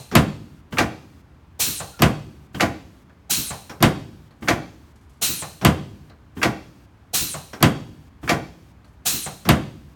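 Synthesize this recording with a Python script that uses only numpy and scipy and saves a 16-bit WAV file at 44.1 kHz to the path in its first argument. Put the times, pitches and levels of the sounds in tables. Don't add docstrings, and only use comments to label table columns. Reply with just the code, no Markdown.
import sys
import numpy as np
from scipy import signal
from scipy.io import wavfile
from scipy.ndimage import uniform_filter1d, minimum_filter1d

SR = 44100
rng = np.random.default_rng(int(sys.argv[2]) if len(sys.argv) > 2 else 0)


def to_wav(sig):
    pcm = np.clip(np.atleast_2d(sig), -1, 1) * 32767
    pcm = np.round(pcm).astype(np.int16)
    wavfile.write(sys.argv[1], SR, pcm.T)


N = 438794

# time in seconds, relative level in dB, steel crack in dB,
# seconds of sliding beforehand.
DROPS = [(0.1523, 1.5, -7, 0.031), (2.0200, 0.5, -6.5, 0.024), (3.8254, 1, -5.5, .023),
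         (5.6481, 0, -4, 0.03), (7.6261, 0.5, -4.5, .023), (9.4887, 0, -5, 0.036)]
# time in seconds, seconds since the latch caught, starting click in dB.
LIFTS = [(0.7828, 0.012, -3), (2.6050, 0.008, -2.5), (4.4830, 0.0076, -11), (6.4281, .012, -19),
         (8.2910, 0.015, -18)]
# start in seconds, relative level in dB.
VENTS = [(-.289, 2.5), (1.589, 1.5), (3.2926, 1.5), (5.210, 1.5), (7.129, 1.5), (9.049, 1.5)]
# frequency in Hz, dB struck from above, dB struck from below.
FRAME_MODES = [(69, -18, -25.5), (79.7, -20.5, -31.5), (96.6, -18.5, -29), (114.3, -14.5, -33),
               (148.1, -12, -23), (204.8, -12.5, -25), (235.1, -9.5, -21), (258.4, -23, -20),
               (315, -14, -13.5), (354.5, -16, -21.5), (479, -26, -33), (543.5, -24.5, -28.5),
               (686, -14, -16), (814, -27.5, -40), (1011, -19.5, -19), (1146, -26.5, -20.5),
               (1257, -22.5, -43), (1453, -36.5, -20), (1908, -23.5, -21.5), (2077, -20.5, -26)]
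# frequency in Hz, relative dB per half octave.
AIR_SPECTRUM = [(35, -53), (120, -38), (400, -44.5), (750, -46), (1300, -34.5), (2000, -37.5),
                (3000, -27.5), (4200, -29.5), (7000, -22.5), (10500, -22.5), (16000, -24)]

LIFT_TRAVEL_S = .061
SINK_S, HOME_S = .078, .21
AGE = np.arange(SR) / SR
BAND_HZ = 32 * 2 ** (np.arange(19) / 2)
BANK = [signal.butter(2, [hz / 2 ** .25, min(hz * 2 ** .25, .45 * SR)], "band", fs=SR, output="sos")
        for hz in BAND_HZ]


def drops(rebound_s=.035):
    # frequency in Hz, relative dB per half octave.
    slide_spectrum = [(35, -46), (70, -39.5), (150, -22), (260, -27.5), (500, -33.5), (900, -36.5),
                      (1600, -42), (3000, -51.5), (7000, -64.5), (16000, -61)]
    blow_spectrum = [(35, -33.5), (60, -36.5), (150, -23), (300, -24.5), (600, -22), (1100, -19.5),
                     (2000, -18), (3000, -16), (4500, -23.5), (7000, -26), (11000, -31), (16000, -43)]
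    out = np.zeros(N)
    usual = contact(blow_spectrum, rise_s=.0018)
    for s, db, _, slide_s in DROPS:
        gain = from_db(db)
        swell = onset(slide_s * .92) * np.clip(2 - AGE / slide_s, 0, 1)
        add(out, s - slide_s, gain * swell * coloured(slide_spectrum, SR))
        panels = alike(usual, contact(blow_spectrum, rise_s=.0018), share=.79)
        add(out, s, gain * (panels + frame(np.array(FRAME_MODES)[:, 1], rise_s=.0036)))
        add(out, s, gain * from_db(-11.5) * crack(2500, 7600, t60=.012))
        rebound = from_db(7.5) * thud(rise_s=.003)
        rebound += from_db(-8.5) * crack(215, 140, t60=.055) * onset(.003)
        add(out, s + rebound_s, gain * rebound)
    return out


def steel_cracks(after_s=.0014):
    out = np.zeros(N)
    for s, _, db, _ in DROPS:
        steel = from_db(-1) * crack(12000, 2000, t60=.006) + from_db(-5) * crack(6000, 9000, t60=.006)
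        add(out, s + after_s, from_db(db) * steel)
    return out


def lifts(air_lead_s=.017, crack_after_s=.0035, settle_s=.02):
    # frequency in Hz, relative dB per half octave.
    catch_spectrum = [(35, -69), (400, -37), (900, -34), (1700, -20), (3000, -38.5), (7000, -46),
                      (16000, -47.5)]
    stop_spectrum = [(35, -59), (120, -29), (350, -32), (700, -21.5), (1100, -29), (1800, -15.5),
                     (3000, -23), (5500, -25.5), (8000, -33), (11000, -38.5), (16000, -42.5)]
    out = np.zeros(N)
    usual = contact(stop_spectrum, rise_s=.0023)
    filling = AGE / (LIFT_TRAVEL_S + air_lead_s)
    inrush = from_db(-40 + 6.8 * np.minimum(filling, 1)) * onset(.006) * np.clip(6 - 5 * filling, 0, 1)
    for s, catch_s, _ in LIFTS:
        add(out, s - LIFT_TRAVEL_S - air_lead_s, inrush * coloured(AIR_SPECTRUM, SR))
        add(out, s - LIFT_TRAVEL_S - .002, from_db(-1) * thud(rise_s=.006))
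        latch = from_db(-3.5) * contact(catch_spectrum) + from_db(-25.5) * crack(1750, 550, t60=.038)
        add(out, s - catch_s, latch)
        panels = alike(usual, contact(stop_spectrum, rise_s=.002), share=.55)
        spring = from_db(-37.5) * narrow_noise(11300, 700) * fade(.16)
        add(out, s, panels + spring)
        add(out, s + crack_after_s, from_db(-14) * crack(3800, 6200, t60=.0051))
        load = from_db(5.5) * thud(rise_s=.004)
        ring = from_db(-5) * frame(np.array(FRAME_MODES)[:, 2], rise_s=.0068, t60_at_200=.27)
        add(out, s + settle_s, load + ring)
    return from_db(1.5) * out


def contact(spectrum, rise_s=.0011):
    # frequency in Hz, t60 in seconds.
    panel_t60 = [(40, 0.09), (150, 0.37), (500, 0.36), (1100, 0.25), (2200, 0.15), (4500, 0.14),
                 (9000, 0.21), (16000, 0.22)]
    build_up = np.array([onset(rise_s + 1 / hz) for hz in BAND_HZ])
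    return from_db(at_bands(spectrum)) @ (dying_bands(panel_t60) * build_up)


def thud(rise_s):
    # frequency in Hz, relative dB per half octave.
    thud_spectrum = [(35, -68.5), (70, -31.5), (150, -35), (280, -30.5), (500, -49), (900, -43.5),
                     (1600, -44.5), (3000, -49), (7000, -67.5), (16000, -70)]
    return contact(thud_spectrum, rise_s)


def frame(mode_db, rise_s, t60_at_200=.23):
    hz = np.array(FRAME_MODES)[:, 0]
    t60 = t60_at_200 * (hz / 200) ** -.3
    levels = from_db(mode_db)
    modes = [(-1) ** k * levels[k] * fade(t60[k]) * np.sin(2 * np.pi * hz[k] * AGE)
             for k in range(len(hz))]
    return sum(modes) * onset(rise_s)


def vents():
    # centre in Hz, width in Hz, relative dB, t60 in seconds.
    pipe_modes = [(2620, 490, -39.5, 0.71), (4100, 480, -27.5, .66), (6380, 1600, -26.5, 0.57),
                  (9120, 1400, -30, 0.7), (11900, 640, -44.5, 0.97), (14500, 710, -44.5, 0.85)]
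    # frequency in Hz, relative dB per half octave.
    piston_spectrum = [(35, -54), (130, -32.5), (300, -50), (650, -34), (1300, -36), (2800, -38.5),
                       (5000, -48), (16000, -64)]
    out = np.zeros(N)
    opening = onset(.018) ** 2
    for s, db in VENTS:
        pipe = sum(from_db(mode_db) * crack(hz, width, t60) for hz, width, mode_db, t60 in pipe_modes)
        pop = crack(740, 110, t60=.13) + from_db(-8) * crack(470, 90, t60=.13)
        pop *= from_db(-30) * onset(.009) ** 2
        add(out, s, from_db(db) * (opening * (jet() + whistle() + pipe) + pop))
        cushion = from_db(-29) * narrow_noise(190, 270) * onset(.011) * fade(.32)
        add(out, s + SINK_S, cushion)
        add(out, s + HOME_S, contact(piston_spectrum, rise_s=.005))
    return out


def jet(ease_db=1, ease_s=.05):
    # frequency in Hz, t60 in seconds.
    jet_t60 = [(100, 0.43), (3000, 0.62), (7000, 0.58), (16000, 0.43)]
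    fades = np.array([fade(t60) for t60 in at_bands(jet_t60)])
    hiss = from_db(at_bands(AIR_SPECTRUM)) @ (band_noises(SR) * fades)
    giving_way = np.clip((AGE - SINK_S) / ease_s + .5, 0, 1)
    return from_db(-ease_db * giving_way) * hiss


def whistle(sink_hz=17800, fall_octaves_per_s=8.6, ramp_s=.02, fade_db=6, sag_db=7.5):
    start_s, end_s = SINK_S - ramp_s, HOME_S + ramp_s
    hz = sink_hz * 2 ** (-fall_octaves_per_s * (np.clip(AGE, start_s, end_s) - SINK_S))
    sounding = np.interp(AGE, [start_s, SINK_S, HOME_S, end_s], [0, 1, 1, 0])
    stroke = np.clip((AGE - SINK_S) / (HOME_S - SINK_S), 0, 1)
    level_db = -27 - fade_db * stroke - sag_db * np.sin(np.pi * stroke) ** 2
    return from_db(level_db) * sounding * narrow_noise(hz, width_hz=1900)


def latch_clicks(reset_s=.402):
    out = np.zeros(N)
    for s, _, _, slide_s in DROPS:
        add(out, s - slide_s + .001, from_db(-5) * click(ping_hz=1640, ping_db=-42))
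    for s, _, db in LIFTS:
        add(out, s - LIFT_TRAVEL_S + .002, from_db(db) * click(ping_hz=3000, ping_db=-38))
    for s, _ in VENTS:
        add(out, s + reset_s, from_db(-2) * click(ping_hz=5550, ping_db=-41.5))
    return out


def click(ping_hz, ping_db):
    # frequency in Hz, relative dB per half octave.
    snap_spectrum = [(35, -58.5), (130, -44), (260, -39.5), (600, -40.5), (1400, -36.5), (3000, -41.5),
                     (5500, -44.5), (9000, -53), (16000, -53)]
    return contact(snap_spectrum, rise_s=.0016) + from_db(ping_db) * crack(ping_hz, 450, t60=.14)


def weight_shifts(brush_gap_s=.045, brush_loss_db=3.5, squeak_at_s=1.915, squeak_length_s=.085):
    # start in seconds, relative level in dB, pitch in Hz.
    ticks = [(3.094, -22.5, 1696), (4.306, -22.5, 4200), (6.097, -16, 4200), (8.844, -22.5, 4300)]
    # start in seconds, level of the first brush in dB.
    rustles = [(4.306, -61.5), (4.955, -54.5), (5.093, -54), (8.843, -56.5)]
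    out = np.zeros(N)
    for s, db, ping_hz in ticks:
        add(out, s, from_db(db) * click(ping_hz, ping_db=-34.5))
    for s, db in rustles:
        for k, stretch in enumerate(rng.uniform(.7, 1.3, size=3)):
            brush = narrow_noise(7500, 9000) * onset(.004) * fade(.2)
            add(out, s + k * stretch * brush_gap_s, from_db(db - k * brush_loss_db) * brush)
    leaning = onset(squeak_length_s / 2) * np.clip((squeak_length_s - AGE) / .012, 0, 1)
    add(out, squeak_at_s, from_db(-48.5) * leaning * narrow_noise(1425, 55))
    return out


def room(x, build_up_s=.0021):
    # frequency in Hz, t60 in seconds.
    room_t60 = [(60, 1.06), (250, 1.03), (700, 0.4457), (2000, 0.445), (4500, 0.7), (8000, 0.73),
                (16000, 0.9)]
    # frequency in Hz, gain in dB.
    echo_db = [(60, -9.5), (250, -13.5), (1000, -12), (4000, -13), (16000, -21.5)]
    bands = dying_bands(room_t60) * onset(build_up_s)
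    band_share = BAND_HZ * (2 ** .25 - 2 ** -.25) / (SR / 2)
    gains = from_db(at_bands(echo_db)) * np.sqrt(band_share / np.sum(bands ** 2, axis=1))
    return signal.fftconvolve(x, gains @ bands)[:N]


def ventilation():
    # frequency in Hz, dB per half octave.
    rumble_spectrum = [(30, -74.5), (45, -71.5), (65, -52), (150, -59.5), (260, -60.5), (450, -69),
                       (1100, -64.5), (1600, -67), (4000, -71.5), (8000, -73.5), (16000, -74.5)]
    return coloured(rumble_spectrum, N)


def microphone(x, low_cut_hz=30, notch_hz=10400, notch_width_hz=800, notch_db=-3.5):
    x = signal.sosfilt(signal.butter(1, low_cut_hz, "high", fs=SR, output="sos"), x)
    notched = signal.lfilter(*signal.iirnotch(notch_hz, notch_hz / notch_width_hz, fs=SR), x)
    return notched + from_db(notch_db) * (x - notched)


def hiss_gate(x, split_hz=2500, threshold_db=-50, hold_s=.263, shut_db=-9):
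    bass = signal.sosfilt(signal.butter(1, split_hz, fs=SR, output="sos"), x)
    treble = x - bass
    quiet = uniform_filter1d(treble ** 2, SR // 200) < from_db(threshold_db) ** 2
    hold = round(hold_s * SR)
    shut = minimum_filter1d(quiet * 1., hold, origin=(hold - 1) // 2)
    return bass + treble * from_db(shut_db * uniform_filter1d(shut, SR // 100))


def alike(usual, fresh, share):
    return np.sqrt(share) * usual + np.sqrt(1 - share) * fresh


def crack(hz, width_hz, t60):
    return narrow_noise(hz, width_hz) * fade(t60)


def narrow_noise(hz, width_hz):
    lowpass = signal.butter(2, width_hz / 2, fs=SR, output="sos")
    wander = signal.sosfilt(lowpass, rng.standard_normal((2, SR)))
    phase = 2 * np.pi * np.cumsum(hz * np.ones(SR)) / SR
    return rms_one(wander[0] * np.cos(phase) + wander[1] * np.sin(phase))


def dying_bands(t60s):
    fades = np.array([fade(t60) for t60 in at_bands(t60s)])
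    bands = band_noises(SR) * fades
    return bands * np.sqrt(np.sum(fades ** 2, axis=1) / np.sum(bands ** 2, axis=1))[:, None]


def coloured(spectrum, size):
    return from_db(at_bands(spectrum)) @ band_noises(size)


def band_noises(size):
    white = rng.standard_normal((2, size + SR // 10))
    return np.array([rms_one(signal.sosfilt(sos, white[k % 2])[-size:]) for k, sos in enumerate(BANK)])


def at_bands(points):
    hz, value = np.transpose(points)
    return np.interp(np.log(BAND_HZ), np.log(hz), value)


def fade(t60):
    return np.exp(-np.log(1000) * AGE / t60)


def onset(rise_s):
    return np.minimum(AGE / rise_s, 1)


def from_db(db):
    return 10 ** (np.asarray(db) / 20)


def rms_one(x):
    return x / np.sqrt(np.mean(x ** 2))


def add(track, s, sound):
    start = round(s * SR)
    part = sound[max(-start, 0):N - start]
    track[max(start, 0):][:len(part)] += part


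def scene():
    table = drops() + lifts() + vents() + latch_clicks() + weight_shifts()
    return (table + room(table) + steel_cracks() + ventilation())[None]


def record(dry, ceiling=1.35, cutoff_hz=17400):
    rounded = ceiling * np.tanh(hiss_gate(microphone(dry)) / ceiling)
    return signal.sosfilt(signal.ellip(12, .1, 80, cutoff_hz, fs=SR, output="sos"), rounded)


dry = scene()
out = record(dry)
to_wav(out)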